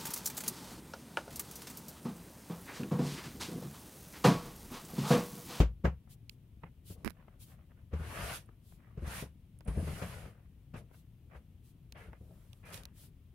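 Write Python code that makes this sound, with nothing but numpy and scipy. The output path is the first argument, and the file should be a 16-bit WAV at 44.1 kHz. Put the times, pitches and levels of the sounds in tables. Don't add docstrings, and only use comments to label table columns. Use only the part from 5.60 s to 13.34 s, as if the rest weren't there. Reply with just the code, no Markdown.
import sys
import numpy as np
from scipy import signal
from scipy.fft import rfft, irfft
from scipy.io import wavfile
from scipy.ndimage import uniform_filter1d

SR = 44100
rng = np.random.default_rng(int(sys.argv[2]) if len(sys.argv) > 2 else 0)


def transcribe(u):
    v = np.clip(np.atleast_2d(u).T, -1, 1)
    q = np.round(v * 32767).astype(np.int16)
    wavfile.write(sys.argv[1], SR, q)


N = 341334
TIME, HZ = np.arange(N) / SR, np.fft.rfftfreq(N, 1 / SR)

# frequency_hz, density_db
SNOW_COLOUR = [(70, -7), (170, 6.5), (290, -10.5), (450, -4), (620, -5.5), (830, -13), (1200, -11),
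               (1800, -13.5), (2800, -17), (3600, -23), (7700, -27.5), (9800, -22), (11900, -25),
               (15500, -35.5)]
# frequency_hz, left_minus_right_db
USUAL_SIDE = [(100, 4), (200, 3.5), (400, 9), (750, 8), (1400, 0.5), (2600, -8.5), (6000, -1.5), (12000, 4)]


def gain_of(db):
    return 10 ** (np.asarray(db) / 20)


def evened(x):
    return x / np.sqrt(np.mean(x ** 2) + 1e-20)


def read(points, hz):
    f, value = np.transpose(points)
    return np.interp(np.log(hz + 1), np.log(f + 1), value)


def add(mix, start_s, sound):
    part = mix[:, max(round(start_s * SR), 0):][:, :sound.shape[1]]
    part += sound[:, :part.shape[1]]


def panned(left_db):
    return np.sqrt(2 / (1 + gain_of([-2 * left_db, 2 * left_db])))


def below(hz, edge_hz, order=6):
    return 1 / (1 + (hz / edge_hz) ** order)


def heard(drive, colour, side=USUAL_SIDE):
    # frequency_hz, coherence (0 to 1)
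    coherence = [(100, .998), (200, .99), (370, .94), (700, .82), (1400, .3), (2600, .4), (5000, .12),
                 (15000, .06)]
    size = drive.shape[1]
    hz = np.fft.rfftfreq(size, 1 / SR)
    first, second = rfft(drive)
    same = np.clip(read(coherence, hz), -1, 1)
    pair = np.array([first, same * first + np.sqrt(1 - same ** 2) * second])
    return evened(irfft(pair * colour * panned(read(side, hz)), size))


def hiss():
    return rng.standard_normal((2, N))


def grains(per_s, spread_db, clump_db):
    clumps = uniform_filter1d(rng.standard_normal(N), size=300)
    clumps = evened(uniform_filter1d(clumps, size=200))
    spread = np.minimum(rng.exponential(1, N), 4)
    size = gain_of(spread_db * spread + clump_db * clumps)
    happens = rng.random(N) < per_s / SR
    return rng.standard_normal((2, N)) * size * happens


def patchy(x, patch_db, size=1024):
    overlap = size * 3 // 4
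    z = signal.stft(x, nperseg=size, noverlap=overlap)[2]
    field = uniform_filter1d(rng.standard_normal(z.shape[1:]), size=4, axis=0)
    field = evened(uniform_filter1d(field, size=9, axis=1))
    drifting = signal.istft(z * gain_of(patch_db * field), nperseg=size, noverlap=overlap)[1]
    return evened(drifting[:, :x.shape[1]])


def swells(rows):
    return sum(gain_of(db) * np.exp(-.5 * abs((TIME - s) / half) ** 3) for s, db, half in rows)


def click(colour, size=2048):
    log_gain = np.log(gain_of(read(colour, abs(np.fft.fftfreq(size, 1 / SR)))))
    wave = np.fft.ifft(np.exp(np.conj(signal.hilbert(log_gain)))).real
    return wave / np.linalg.norm(wave) * np.sqrt(SR * .004)


def outdoors(packing):
    # frequency_hz, density_db
    air_colour = [(15, -48), (28, -9), (60, -4), (120, -4.5), (230, -17.5), (350, -26), (500, -36),
                  (800, -43.5), (1600, -48.5), (3100, -45.5), (4500, -54), (7500, -56.5), (10000, -52.5),
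                  (15500, -51)]
    rumble_db, hiss_db = -56, -75
    drag_db = 0.5
    colour, low = gain_of(read(air_colour, HZ)), below(HZ, 470)
    rumble = heard(grains(20000, 1, 1.8), colour * np.sqrt(low))
    rumble = rumble * np.hypot(gain_of(rumble_db), gain_of(drag_db) * packing)
    air = heard(hiss(), colour * np.sqrt(1 - low), [(500, 3.1), (2000, 1.8), (15000, 2.4)])
    return rumble + gain_of(hiss_db) * air


def jacket(left_db=1.0):
    # peak_s, level_db, half_length_s
    brushes = [(.522, -59.5, 0.02), (0.723, -73, 0.021), (1.305, -55, 0.035), (1.823, -57.5, 0.019),
               (1.887, -65.5, .05), (3.104, -67.5, 0.054), (5.372, -68.5, 0.037), (6.079, -69, 0.033),
               (6.82, -74.5, 0.2), (7.418, -60, 0.047)]
    # frequency_hz, density_db
    cloth_colour = [(1000, -6), (2000, -6), (3200, 5), (6000, 2), (11000, 7), (15500, 4)]
    side = [(1000, left_db), (15000, left_db)]
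    cloth = heard(hiss(), gain_of(read(cloth_colour, HZ)), side)
    return swells(brushes) * patchy(cloth, 1.6)


def finger(left_db=-25, push_db=8, fizz_db=-7, slip_db=-17, slip_t60=0.014, size=400):
    # start_s, snap_db, knock_db, push_db
    catches = [(1.4473, -43, -40.5, -36), (1.469, -55, -63, -30), (1.4771, -47, -35.5, -89),
               (1.4987, -53, -66, -62), (1.5053, -48.5, -64, -83)]
    # frequency_hz, level_db
    snap_colour = [(1500, 1), (3300, -5), (5000, -3.5), (6500, -9.5), (8500, -9), (10000, -4), (12500, -2),
                   (16000, -15)]
    case_colour = [(200, 9), (700, 10), (1500, 9.5), (2300, 11.5), (3500, 0), (5000, -5), (8000, -63)]
    push_colour = [(30, -11), (100, -10), (200, -5.5), (400, -14), (900, -30.5), (3000, -87)]
    rub_db, rub_hold_s, rub_fade_db_per_s = -40.5, 0.03, 521
    snap, knock, push = click(snap_colour), click(case_colour), click(push_colour)
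    contact = knock + gain_of(push_db) * push + gain_of(fizz_db) * snap
    drag = evened(signal.oaconvolve(grains(4800, 1.1, 3.5)[0], contact)[:N])
    age = TIME - catches[0][0]
    rub_level = gain_of(rub_db - rub_fade_db_per_s * np.maximum(age - rub_hold_s, 0))
    out = (drag * (age > 0) * rub_level)[None]
    for s, snap_db, knock_db, weight_db in catches:
        slip = rng.standard_normal(size) * gain_of(slip_db - 60 * TIME[:size] / slip_t60)
        slip[0] = 1
        crack = np.convolve(snap, slip / np.linalg.norm(slip))[:len(snap)]
        hit = gain_of(snap_db) * crack + gain_of(knock_db) * knock + gain_of(weight_db) * push
        add(out, s, hit[None])
    return panned(left_db)[:, None] * out


def tinkles(ring_hz=9600, width_hz=1500, left_db=-14):
    # start_s, level_db, t60_s
    tinkle_events = [(2.86, -63, 0.018), (3.989, -48, 0.0034), (4.049, -63, 0.066), (4.075, -54, 0.29),
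                     (4.169, -61, 1), (6.975, -58, 0.0029), (7.104, -48.5, 0.0057)]
    resonance = 1 / (1 + ((HZ - ring_hz) / width_hz) ** 2) ** 2
    side = [(1000, left_db), (15000, left_db)]
    chatter = heard(grains(6000, 0.5, 0.61), resonance, side)
    level = sum(gain_of(db - 60 * abs(TIME - s) / t60) * (TIME >= s) for s, db, t60 in tinkle_events)
    return chatter * level


def ticks(snap_t60=0.0086, knock_t60=0.033, snap_rise=0.00056, knock_rise=0.00197, size=4096):
    # start_s, snap_db, knock_db, left_minus_right_db
    tick_events = [(.2528, -76, -27, -9), (0.473, -101, -61.5, 7), (0.6951, -45, -89, -13),
                   (1.0347, -86, -45.5, -7), (1.681, -88, -55.5, 2), (2.889, -84, -58.5, 3),
                   (3.121, -84, -64, 6), (4.007, -64, -56.5, -6), (4.417, -68, -44.5, 7),
                   (4.654, -80, -52, -1), (5.3123, -81, -59, 8), (6.323, -50, -65, -1.5),
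                   (6.531, -74, -51.5, -1), (6.9314, -55.5, -64.5, -9), (7.143, -45.5, -57, -9),
                   (7.176, -53, -56, -28), (7.2347, -54, -73, 5), (7.254, -46.5, -62, -0.5)]
    # frequency_hz, density_db
    snap_colour = [(900, -85.5), (1700, -15.5), (2600, -0.5), (4500, -1), (7000, -8.5), (10000, -9.5),
                   (15500, -10)]
    knock_colour = [(150, 10), (500, 5), (1100, 2.5), (2300, -9), (3600, -26), (10000, -63)]
    out, t, hz = np.zeros((2, N)), np.arange(size) / SR, np.fft.rfftfreq(size, 1 / SR)
    for s, snap_db, knock_db, pan_db in tick_events:
        snap = (snap_db, snap_colour, snap_rise, snap_t60)
        knock = (knock_db, knock_colour, knock_rise, knock_t60)
        for db, colour, rise, t60 in (snap, knock):
            shape = (1 - np.exp(-(t / rise) ** 2)) * gain_of(-60 * t / t60)
            burst = heard(rng.standard_normal((2, size)), gain_of(read(colour, hz))) * shape
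            burst = burst / np.std(burst[:, :size // 20])
            add(out, s - rise / 2, gain_of(db) * panned(pan_db)[:, None] * burst)
    return out


def scrabble():
    # peak_s, level_db, half_length_s
    scuffs = [(.5, -75, 0.015), (1.039, -51, 0.0043), (1.058, -64.5, 0.025), (1.40, -87, 0.074),
              (1.595, -70.5, 0.036), (1.69, -74, 0.08), (1.92, -66.5, 0.033), (2.01, -73.5, .031),
              (2.113, -69.5, 0.015), (2.19, -71.5, 0.024), (2.91, -75, 0.031), (3.26, -70, 0.07),
              (4.73, -72, 0.12), (5.335, -72, 0.035), (5.742, -60.5, .028), (6.55, -68.5, 0.027),
              (6.84, -79, 0.16), (7.23, -71, 0.073), (7.42, -76, 0.061)]
    colour = gain_of(read(SNOW_COLOUR, HZ)) * below(HZ, 2900) * (1 - below(HZ, 480))
    crumbs = heard(grains(2500, 0.92, 1.9), colour)
    return swells(scuffs) * patchy(crumbs, 2.5)


def boards(hz):
    # centre_hz, width_hz, lift_db
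    modes = [(166, 66, 7), (171, 105, 11.5), (280, 40, 3.5), (438, 150, 3.5), (616, 380, 1)]
    return gain_of(sum(db / (1 + (2 * (hz - f) / width) ** 2) for f, width, db in modes))


def steps(size=22050):
    # start_s, boom_db, boom_hz, thud_db, crunch_db, time_to_full_weight_s
    step_events = [(0, -14, 55.8, -24, -34.5, 0.0028), (.236, -18.5, 68.6, -22, -34, 0.016),
                   (1.025, -58, 90, -49, -79, 0.0068), (1.294, -44.5, 93.3, -47, -67.5, 0.011),
                   (2.324, -24, 75.3, -40.5, -48, 0.013), (2.387, -29.5, 75.9, -46, -56, 0.012),
                   (2.628, -34.5, 63.7, -56, -49, 0.01), (3.369, -35.5, 55.4, -42.5, -62.5, 0.0079),
                   (3.416, -29.5, 75.3, -44, -78, 0.0093), (3.471, -33.5, 65, -57, -74, 0.0046),
                   (3.615, -39.5, 69, -41.5, -51.5, 0.011), (4.073, -24.5, 57, -37.5, -48, 0.0082),
                   (4.165, -24, 77.6, -34.5, -83, 0.011), (4.224, -32.5, 72, -37.5, -68, 0.0057),
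                   (4.265, -33, 78.7, -45, -47, 0.013), (4.415, -34, 78.6, -42, -43.5, 0.0088),
                   (4.655, -52, 83, -47.5, -69, 0.0033), (5.135, -48, 82, -47.5, -55.5, 0.0074),
                   (5.751, -44.5, 64.5, -66, -63, 0.0096), (6.48, -40, 63, -56.5, -80, 0.0041),
                   (6.605, -43.5, 72.4, -55, -89, .0042)]
    # frequency_hz, density_db
    step_colour = [(40, -22), (90, -4), (140, -3), (250, -7.5), (350, -3.5), (520, -7.5), (800, -24),
                   (1300, -34.5), (2000, -41.5), (2800, -36), (3600, -41), (7000, -46), (9500, -55.5),
                   (15000, -53)]
    # frequency_hz, t60_s
    step_ring = [(100, 0.22), (250, 0.055), (600, 0.14), (2000, 0.16), (8000, 0.13), (15000, 0.12)]
    # frequency_hz, left_minus_right_db
    step_side = [(100, -0.5), (500, 5.5), (2000, 1), (12000, -2.5)]
    boom_t60_s = 0.27
    overtone_ratio, overtone_db = 1.3, -12.5
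    grit_db, grit_loss_db_per_s = -5.5, 751
    out, t, hz = np.zeros((2, N)), np.arange(size) / SR, np.fft.rfftfreq(size, 1 / SR)
    colour = gain_of(read(step_colour, hz)) * boards(hz)
    low, high = below(hz, 1200), 1 - below(hz, 2200, order=12)
    middle = (1 - low) * (1 - high)
    for s, boom_db, boom_hz, thud_db, crunch_db, rise in step_events:
        rise = max(rise, .001)
        attack = np.minimum(t / rise, 1) ** 2
        grit = crunch_db + grit_db - grit_loss_db_per_s * rise
        turn = 2 * np.pi * boom_hz * t
        notes = np.sin(turn) + gain_of(overtone_db) * np.sin(overtone_ratio * turn)
        sound = panned(2.2)[:, None] * gain_of(boom_db - 60 * t / boom_t60_s) * notes
        for db, share in (thud_db, low), (crunch_db, middle), (grit, high):
            noise = heard(rng.standard_normal((2, size)), colour * np.sqrt(share), step_side)
            f, age, z = signal.stft(noise, SR, nperseg=256)
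            decay = gain_of(-60 * np.maximum(age - rise, 0) / read(step_ring, f)[:, None])
            dying = signal.istft(z * decay, SR)[1][:, :size]
            sound = sound + gain_of(db) * dying / np.std(dying[:, :size // 16])
        add(out, s, sound * attack)
    return out


def shoves():
    # start_s, time_to_full_speed_s, length_s, speed_swell_db (times the layer's power),
    # packing_db, shearing_db, spraying_db
    shove_events = [(1.349, .07, 0.12, -2, -60, -94, -80), (2.308, 0.41, 0.4, 16, -50.5, -45, -47),
                    (2.708, 0.027, 0.053, 4.5, -56, -56, -47.5), (3.353, 0.12, 0.11, 13.5, -67, -58.5, -62),
                    (3.438, 0.12, 0.16, 7.5, -52.5, -48, -47.5), (4.051, 0.34, 0.29, 10, -47.5, -53, -54),
                    (4.348, 0.1, 0.34, 1.55, -52.5, -53, -56), (5.13, 0.028, 0.069, 5, -50, -55.5, -63),
                    (5.703, 0.075, 0.047, 8, -60.5, -65.5, -73.5), (6.342, 0.038, 0.13, 1, -59.5, -57, -69),
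                    (6.612, 0.091, 0.22, 19, -62, -93, -100), (7.024, 0.071, 0.18, 3, -59, -58, -61.5),
                    (7.098, 0.016, 0.06, 0.5, -60.5, -63, -52.5)]
    # power_of_speed, lag_s, release_db_per_s
    follow = [(.4, 0.00056, 250), (1.3, 0.0032, 294), (1.7, .022, 392)]
    attack_s = 0.012
    out = np.zeros((3, N))
    for s, to_full, length, swell_db, *levels in shove_events:
        for layer, db, (power, lag, release) in zip(out, levels, follow):
            age = np.maximum(TIME - s - lag, 0)
            speed_db = -swell_db * (np.minimum(age, length) / to_full - 1) ** 2
            release_db = release * np.maximum(age - length, 0)
            layer += np.minimum(age / attack_s, 1) * gain_of(db + power * speed_db - release_db)
    return out


def snow(packing, shearing, spraying):
    # frequency_hz, left_minus_right_db
    snow_side = [(150, 2.5), (400, 3.5), (800, 7.5), (1400, 4), (2700, -4.5), (6000, 3), (9800, -7),
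                 (12000, -8), (15000, 1)]
    lump_db, lump_s = 1.3, .025
    colour, low, high = gain_of(read(SNOW_COLOUR, HZ)), below(HZ, 755), 1 - below(HZ, 2870)
    pack = heard(grains(3000, 1.4, 1.03), colour * np.sqrt(low), snow_side)
    shear = heard(hiss(), colour * np.sqrt((1 - low) * (1 - high)), snow_side)
    spray = heard(hiss(), colour * np.sqrt(high), snow_side)
    unevenness = evened(uniform_filter1d(rng.standard_normal(N), size=round(lump_s * SR)))
    lumps = gain_of(lump_db * unevenness)
    crunch = packing * patchy(pack, 3) + shearing * patchy(shear, 2.7)
    return lumps * crunch + spraying * patchy(spray, 1.6)


def scene():
    packing, shearing, spraying = shoves()
    background = outdoors(packing) + jacket() + finger()
    small_sounds = tinkles() + ticks() + scrabble()
    return background + small_sounds + steps() + snow(packing, shearing, spraying)


def record(dry, low_cut_hz=30, edge_hz=15830):
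    low_cut = signal.butter(2, low_cut_hz, "highpass", fs=SR, output="sos")
    band_limit = signal.firwin(511, edge_hz, window=("kaiser", 9), fs=SR)
    return signal.oaconvolve(signal.sosfilt(low_cut, dry), band_limit[None], "same")


dry = scene()
out = record(dry)
transcribe(out)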